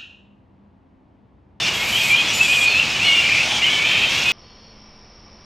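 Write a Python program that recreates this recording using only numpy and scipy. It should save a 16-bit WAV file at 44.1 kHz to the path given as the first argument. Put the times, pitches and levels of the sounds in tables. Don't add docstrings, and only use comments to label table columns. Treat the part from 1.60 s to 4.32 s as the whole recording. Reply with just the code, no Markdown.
import sys
import numpy as np
from scipy import signal
from scipy.fft import rfft, irfft
from scipy.io import wavfile

SR = 44100
rng = np.random.default_rng(int(sys.argv[2]) if len(sys.argv) > 2 else 0)


def store_wav(level_fs):
    pcm = np.round(np.clip(np.atleast_2d(level_fs), -1, 1) * 32767)
    wavfile.write(sys.argv[1], SR, pcm.T.astype(np.int16))


N = 119952
T = np.arange(N) / SR

# multiple of the pitch, level/dB
VOICE_HARMONICS = [(1, 2), (2, -34), (3, -41), (4, -38), (5, -49), (6, -45)]
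CALL_ATTACK_S, CALL_RELEASE_S = .013, .021
CUTOFF_HZ = 15750


def from_db(db):
    return 10 ** (np.asarray(db) / 20)


def rms_one(x):
    return x / np.sqrt(np.mean(x ** 2) + 1e-20)


def drift(rate_hz, size):
    pole = np.exp(-2 * np.pi * rate_hz / SR)
    noise = rng.standard_normal(size + SR // 4)
    slow = signal.lfilter([1], [1, -2 * pole, pole * pole], noise)
    return rms_one(slow)[-size:]


def fade(t, length, attack, release):
    return np.clip(t / attack, 0, 1) * np.clip((length - t) / release, 0, 1)


def during(start, length):
    return np.flatnonzero((T >= start) & (T < start + length))


def coloured_noise(spectrum):
    point_hz, point_db = np.transpose(spectrum)
    f = np.maximum(np.fft.rfftfreq(N, 1 / SR), 1)
    gain = from_db(np.interp(np.log(f), np.log(point_hz), point_db))
    white = rfft(rng.standard_normal(N))
    return rms_one(irfft(white * gain, N))


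def low_pass(x, order, cutoff_hz):
    return signal.sosfilt(signal.butter(order, cutoff_hz, fs=SR, output="sos"), x)


def resonance(x, centre_hz, width_hz):
    carrier = np.exp(2j * np.pi * np.cumsum(centre_hz) / SR)
    band = low_pass(x / carrier, 2, width_hz / 2)
    return rms_one(np.real(carrier * band))


def voice(hz, rasp, partials):
    size = len(hz)
    clear_jitter, rasp_jitter = .006, .046
    clear_flutter, rasp_flutter = .25, .8
    stutter_db, stutter_hz = 1.8, 55
    warble, warble_hz = .008, 37.2

    jitter = (clear_jitter + rasp * (rasp_jitter - clear_jitter)) * drift(350, size)
    flutter_depth = clear_flutter + rasp * (rasp_flutter - clear_flutter)
    flutter = 1 + flutter_depth * np.tanh(1.4 * drift(130, size))
    stutter = from_db(stutter_db * (1 + rasp) * np.tanh(drift(stutter_hz, size)))
    shaken_hz = hz * (1 + jitter + warble * drift(warble_hz, size))
    phase = 2 * np.pi * np.cumsum(shaken_hz) / SR
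    tone = sum(from_db(db) * np.sin(k * phase) for k, db in partials if k * hz.max() < SR / 2)
    return np.sqrt(2) * rms_one(flutter * stutter) * tone


def screeches():
    # t/s, length/s, first and last f/Hz ahead of the arch, level/dB in each resonance, low to high
    screech_calls = [(-.02, 0.12, 907, 831, -29, -30, -50, -57),
                     (0.131, 0.17, 629, 654, -51, -51, -43, -44),
                     (.27, 0.18, 593, 690, -36, -37, -37.5, -41),
                     (0.422, 0.12, 717, 589, -34, -38, -34, -40),
                     (.55, 0.097, 825, 804, -25, -51, -45, -49),
                     (.67, 0.099, 545.6, 590, -26.5, -33.5, -38, -51),
                     (0.734, 0.075, 846, 887, -45, -32, -39, -41),
                     (.80, 0.27, 790.7, 800, -47, -34.5, -32.5, -43.5),
                     (1.07, 0.15, 902, 860, -27, -53, -56, -54),
                     (1.42, 0.22, 708, 700, -24.5, -33.5, -40.5, -54),
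                     (1.65, .36, 569, 838.6, -26.5, -31, -44, -62),
                     (2.05, 0.15, 784, 767, -28.5, -37, -48, -65),
                     (2.24, 0.26, 621, 635.7, -22, -59, -61, -55),
                     (2.48, 0.17, 525.5, 558.6, -23, -30.5, -54, -49.5),
                     (2.65, 0.1, 720, 711, -24.5, -41, -44, -48)]
    # f/Hz, width/Hz, exponent with which the centre follows the pitch
    throat = [(3000, 1150, .2), (5200, 1600, 1), (7300, 1500, .7), (11900, 2000, .8)]
    arch = .0342
    jitter, waver = .015, .016
    air_share = .4
    grain_db = 1.6

    out = np.zeros(N)
    for start, length, first_hz, last_hz, *levels_db in screech_calls:
        i = during(start, length)
        size, t = len(i), T[i] - start
        glide_hz = np.linspace(first_hz, last_hz, size)
        glide_hz = glide_hz * (1 + arch * (np.sin(np.pi * t / length) - 2 / np.pi))
        hz = glide_hz * (1 + jitter * drift(300, size) + waver * drift(20, size))
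        phase = 2 * np.pi * np.cumsum(hz) / SR
        harmonics = range(1, int(CUTOFF_HZ / first_hz))
        buzz = rms_one(sum(np.cos(k * phase + 2 * np.pi * rng.random()) for k in harmonics))
        air = rms_one(rng.standard_normal(size) * (1 + .5 * np.cos(phase)))
        source = np.sqrt(1 - air_share) * buzz + np.sqrt(air_share) * air
        envelope = fade(t, length, CALL_ATTACK_S, CALL_RELEASE_S)
        for (centre_hz, width_hz, follows), db in zip(throat, levels_db):
            moving_hz = centre_hz * (hz / hz.mean()) ** follows
            gain = from_db(db + grain_db * drift(140, size))
            out[i] += gain * envelope * resonance(source, moving_hz, width_hz)
    return out


def cries():
    short_notes = [(0, 0.054, 3564, 3460, -30.5, -1), (.395, 0.079, 2460, 2530, -24, -0.2),
                   (0.482, 0.048, 3270, 3230, -27, -0.2), (0.555, 0.07, 3140, 3270, -23.5, 0.4),
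                   (.588, .036, 2480, 2486, -20, .1), (0.825, 0.048, 3380, 3340, -27.5, .05),
                   (.922, 0.046, 3270, 3260, -25, 1.3), (1.005, 0.046, 3280, 3270, -25.5, 0.1),
                   (1.06, .11, 4410, 4245, -31, -1), (1.287, 0.061, 5260, 5080, -35.5, 0.5),
                   (1.434, 0.072, 4240, 4250, -32.5, -0.3), (1.823, 0.17, 790, 835, -36.5, 2),
                   (2.071, 0.13, 3117, 3068, -27, 0.4)]
    fade_s = .0072

    out = np.zeros(N)
    for start, length, first_hz, last_hz, db, rasp in short_notes:
        i = during(start, length)
        envelope = from_db(db) * fade(T[i] - start, length, fade_s, fade_s)
        hz = np.linspace(first_hz, last_hz, len(i))
        out[i] += envelope * voice(hz, max(rasp, 0), VOICE_HARMONICS)
    return out


def far_cries():
    cries_per_s, length_s, level_db = 22, .12, -30.5
    centre_hz, spread_oct, glide_oct = 2675, .34, .0795

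    out = np.zeros(N)
    count = int(cries_per_s * N / SR)
    for slot, (when, pitch, glide, rasp) in enumerate(rng.random((count, 4))):
        start = (slot + when) / count * T[-1] - length_s / 2
        i = during(start, length_s)
        progress = (T[i] - start) / length_s
        octaves = spread_oct * (2 * pitch - 1) + glide_oct * (2 * glide - 1) * progress
        swell = np.sin(np.pi * progress)
        out[i] += swell * voice(centre_hz * 2 ** octaves, rasp, VOICE_HARMONICS)
    return from_db(level_db) * out


def roost_wash():
    # f/Hz, relative level/dB per Hz
    roost_spectrum = [(1200, -25), (1900, -16), (2400, 0), (2900, -1.5), (3800, -7), (5000, -11),
                      (7000, -15.5), (9300, -29.5), (12500, -35.5), (15500, -38)]
    level_db, sway_db, sway_hz = -24, 1.02, 21
    return from_db(level_db + sway_db * drift(sway_hz, N)) * coloured_noise(roost_spectrum)


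def rumble():
    # f/Hz, relative level/dB per Hz ahead of the low-pass
    rumble_spectrum = [(20, -19), (101, 0.5), (442, -6.5), (836, -4), (1600, -5.5), (2210, 2.5),
                       (3740, -120)]
    level_db, top_hz = -30.5, 1880
    return from_db(level_db) * rms_one(low_pass(coloured_noise(rumble_spectrum), 4, top_hz))


def squeals():
    # t/s, f/Hz, level/dB ahead of the harmonics' own
    OPENING_YELP = [(.325, 3060, -26), (.35, 2970, -23), (.366, 3250, -19.5), (.385, 3240, -27),
                    (.422, 3230, -27)]
    FIRST_SQUEAL = [(.485, 2545, -29), (.505, 2390, -17.5), (.528, 2335, -14.5), (.554, 2447, -16),
                    (.566, 2390, -25)]
    HIGH_SQUEAL = [(.66, 5160, -41), (.688, 5830, -33), (.718, 5700, -31), (.727, 6350, -42),
                   (.736, 6920, -28.5), (.78, 7030, -31), (.865, 7080, -40)]
    LONG_SQUEAL = [(.795, 2533, -25), (.814, 2633, -11.5), (.848, 2599, -22), (.876, 2424, -24.5),
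                   (.92, 2500, -19), (1.032, 2451, -22.5), (1.082, 2447, -14.5), (1.108, 2528, -23.5),
                   (1.165, 2554, -20), (1.185, 2707, -14.5), (1.228, 2840, -21)]
    FALLING_SQUEAL = [(1.395, 2326, -30), (1.415, 2664, -19), (1.449, 2928, -22), (1.571, 2795, -18),
                      (1.68, 2772, -31)]
    LOW_SQUEAL = [(1.452, 2230, -30), (1.485, 2174, -21.5), (1.53, 2260, -26), (1.762, 2410, -22),
                  (1.85, 2671, -27)]
    SHARP_YELP = [(2.026, 2825, -18), (2.038, 2820, -18), (2.046, 3120, -15.5), (2.06, 3060, -23),
                  (2.072, 2905, -19), (2.092, 2890, -22)]
    RISING_SQUEAL = [(2.025, 2074, -24), (2.139, 2286, -32), (2.223, 2233, -23), (2.29, 2618, -23.5),
                     (2.38, 2454, -24.5), (2.45, 2620, -20)]
    LAST_SQUEAL = [(2.655, 2444, -27), (2.69, 2523, -16), (2.72, 2574, -25.5)]
    # Curve, rasp at the start 0-1, t/s at which the voice breaks
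    squeal_calls = [(OPENING_YELP, .1, .42), (FIRST_SQUEAL, 0, .56), (HIGH_SQUEAL, .1, .79),
                    (LONG_SQUEAL, .08, 1.178), (FALLING_SQUEAL, .05, 1.61), (LOW_SQUEAL, .1, 1.53),
                    (SHARP_YELP, .05, 2.09), (RISING_SQUEAL, .1, 2.27), (LAST_SQUEAL, 0, 2.72)]
    break_s, edge_s = .023, .006

    out = np.zeros(N)
    for curve, hoarse, break_at in squeal_calls:
        s, hz, db = np.transpose(curve)
        start = s[0] - edge_s
        length = s[-1] - s[0] + 2 * edge_s
        i = during(start, length)
        rasp = np.clip((T[i] - break_at) / break_s, hoarse, 1)
        gain = from_db(np.interp(T[i], s, db)) * fade(T[i] - start, length, edge_s, edge_s)
        out[i] += gain * voice(np.interp(T[i], s, hz), rasp, VOICE_HARMONICS)
    return out


def whine():
    # t/s, length/s, f/Hz
    whine_call = (2.08, .32, 582)
    whine_harmonics = [(3, -38), (4, -29), (6, -34)]

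    start, length, hz = whine_call
    out = np.zeros(N)
    i = during(start, length)
    envelope = fade(T[i] - start, length, CALL_ATTACK_S, CALL_RELEASE_S)
    out[i] = envelope * voice(np.full(len(i), float(hz)), 0, whine_harmonics)
    return out


def crowns(x):
    level_db, t60_s, gap_s = -11, .4, .004
    t = T[:SR // 2]
    tail = rng.standard_normal(len(t)) * from_db(-60 * t / t60_s) * (t > gap_s)
    return from_db(level_db) * signal.fftconvolve(x, tail / np.linalg.norm(tail))[:N]


def scene():
    calls = screeches() + cries() + far_cries() + squeals() + whine()
    mono = calls + crowns(calls) + roost_wash() + rumble()
    return np.tile(mono, (2, 1))


def record(dry):
    return signal.sosfilt(signal.ellip(12, .1, 90, CUTOFF_HZ, fs=SR, output="sos"), dry)


dry = scene()
out = record(dry)
store_wav(out)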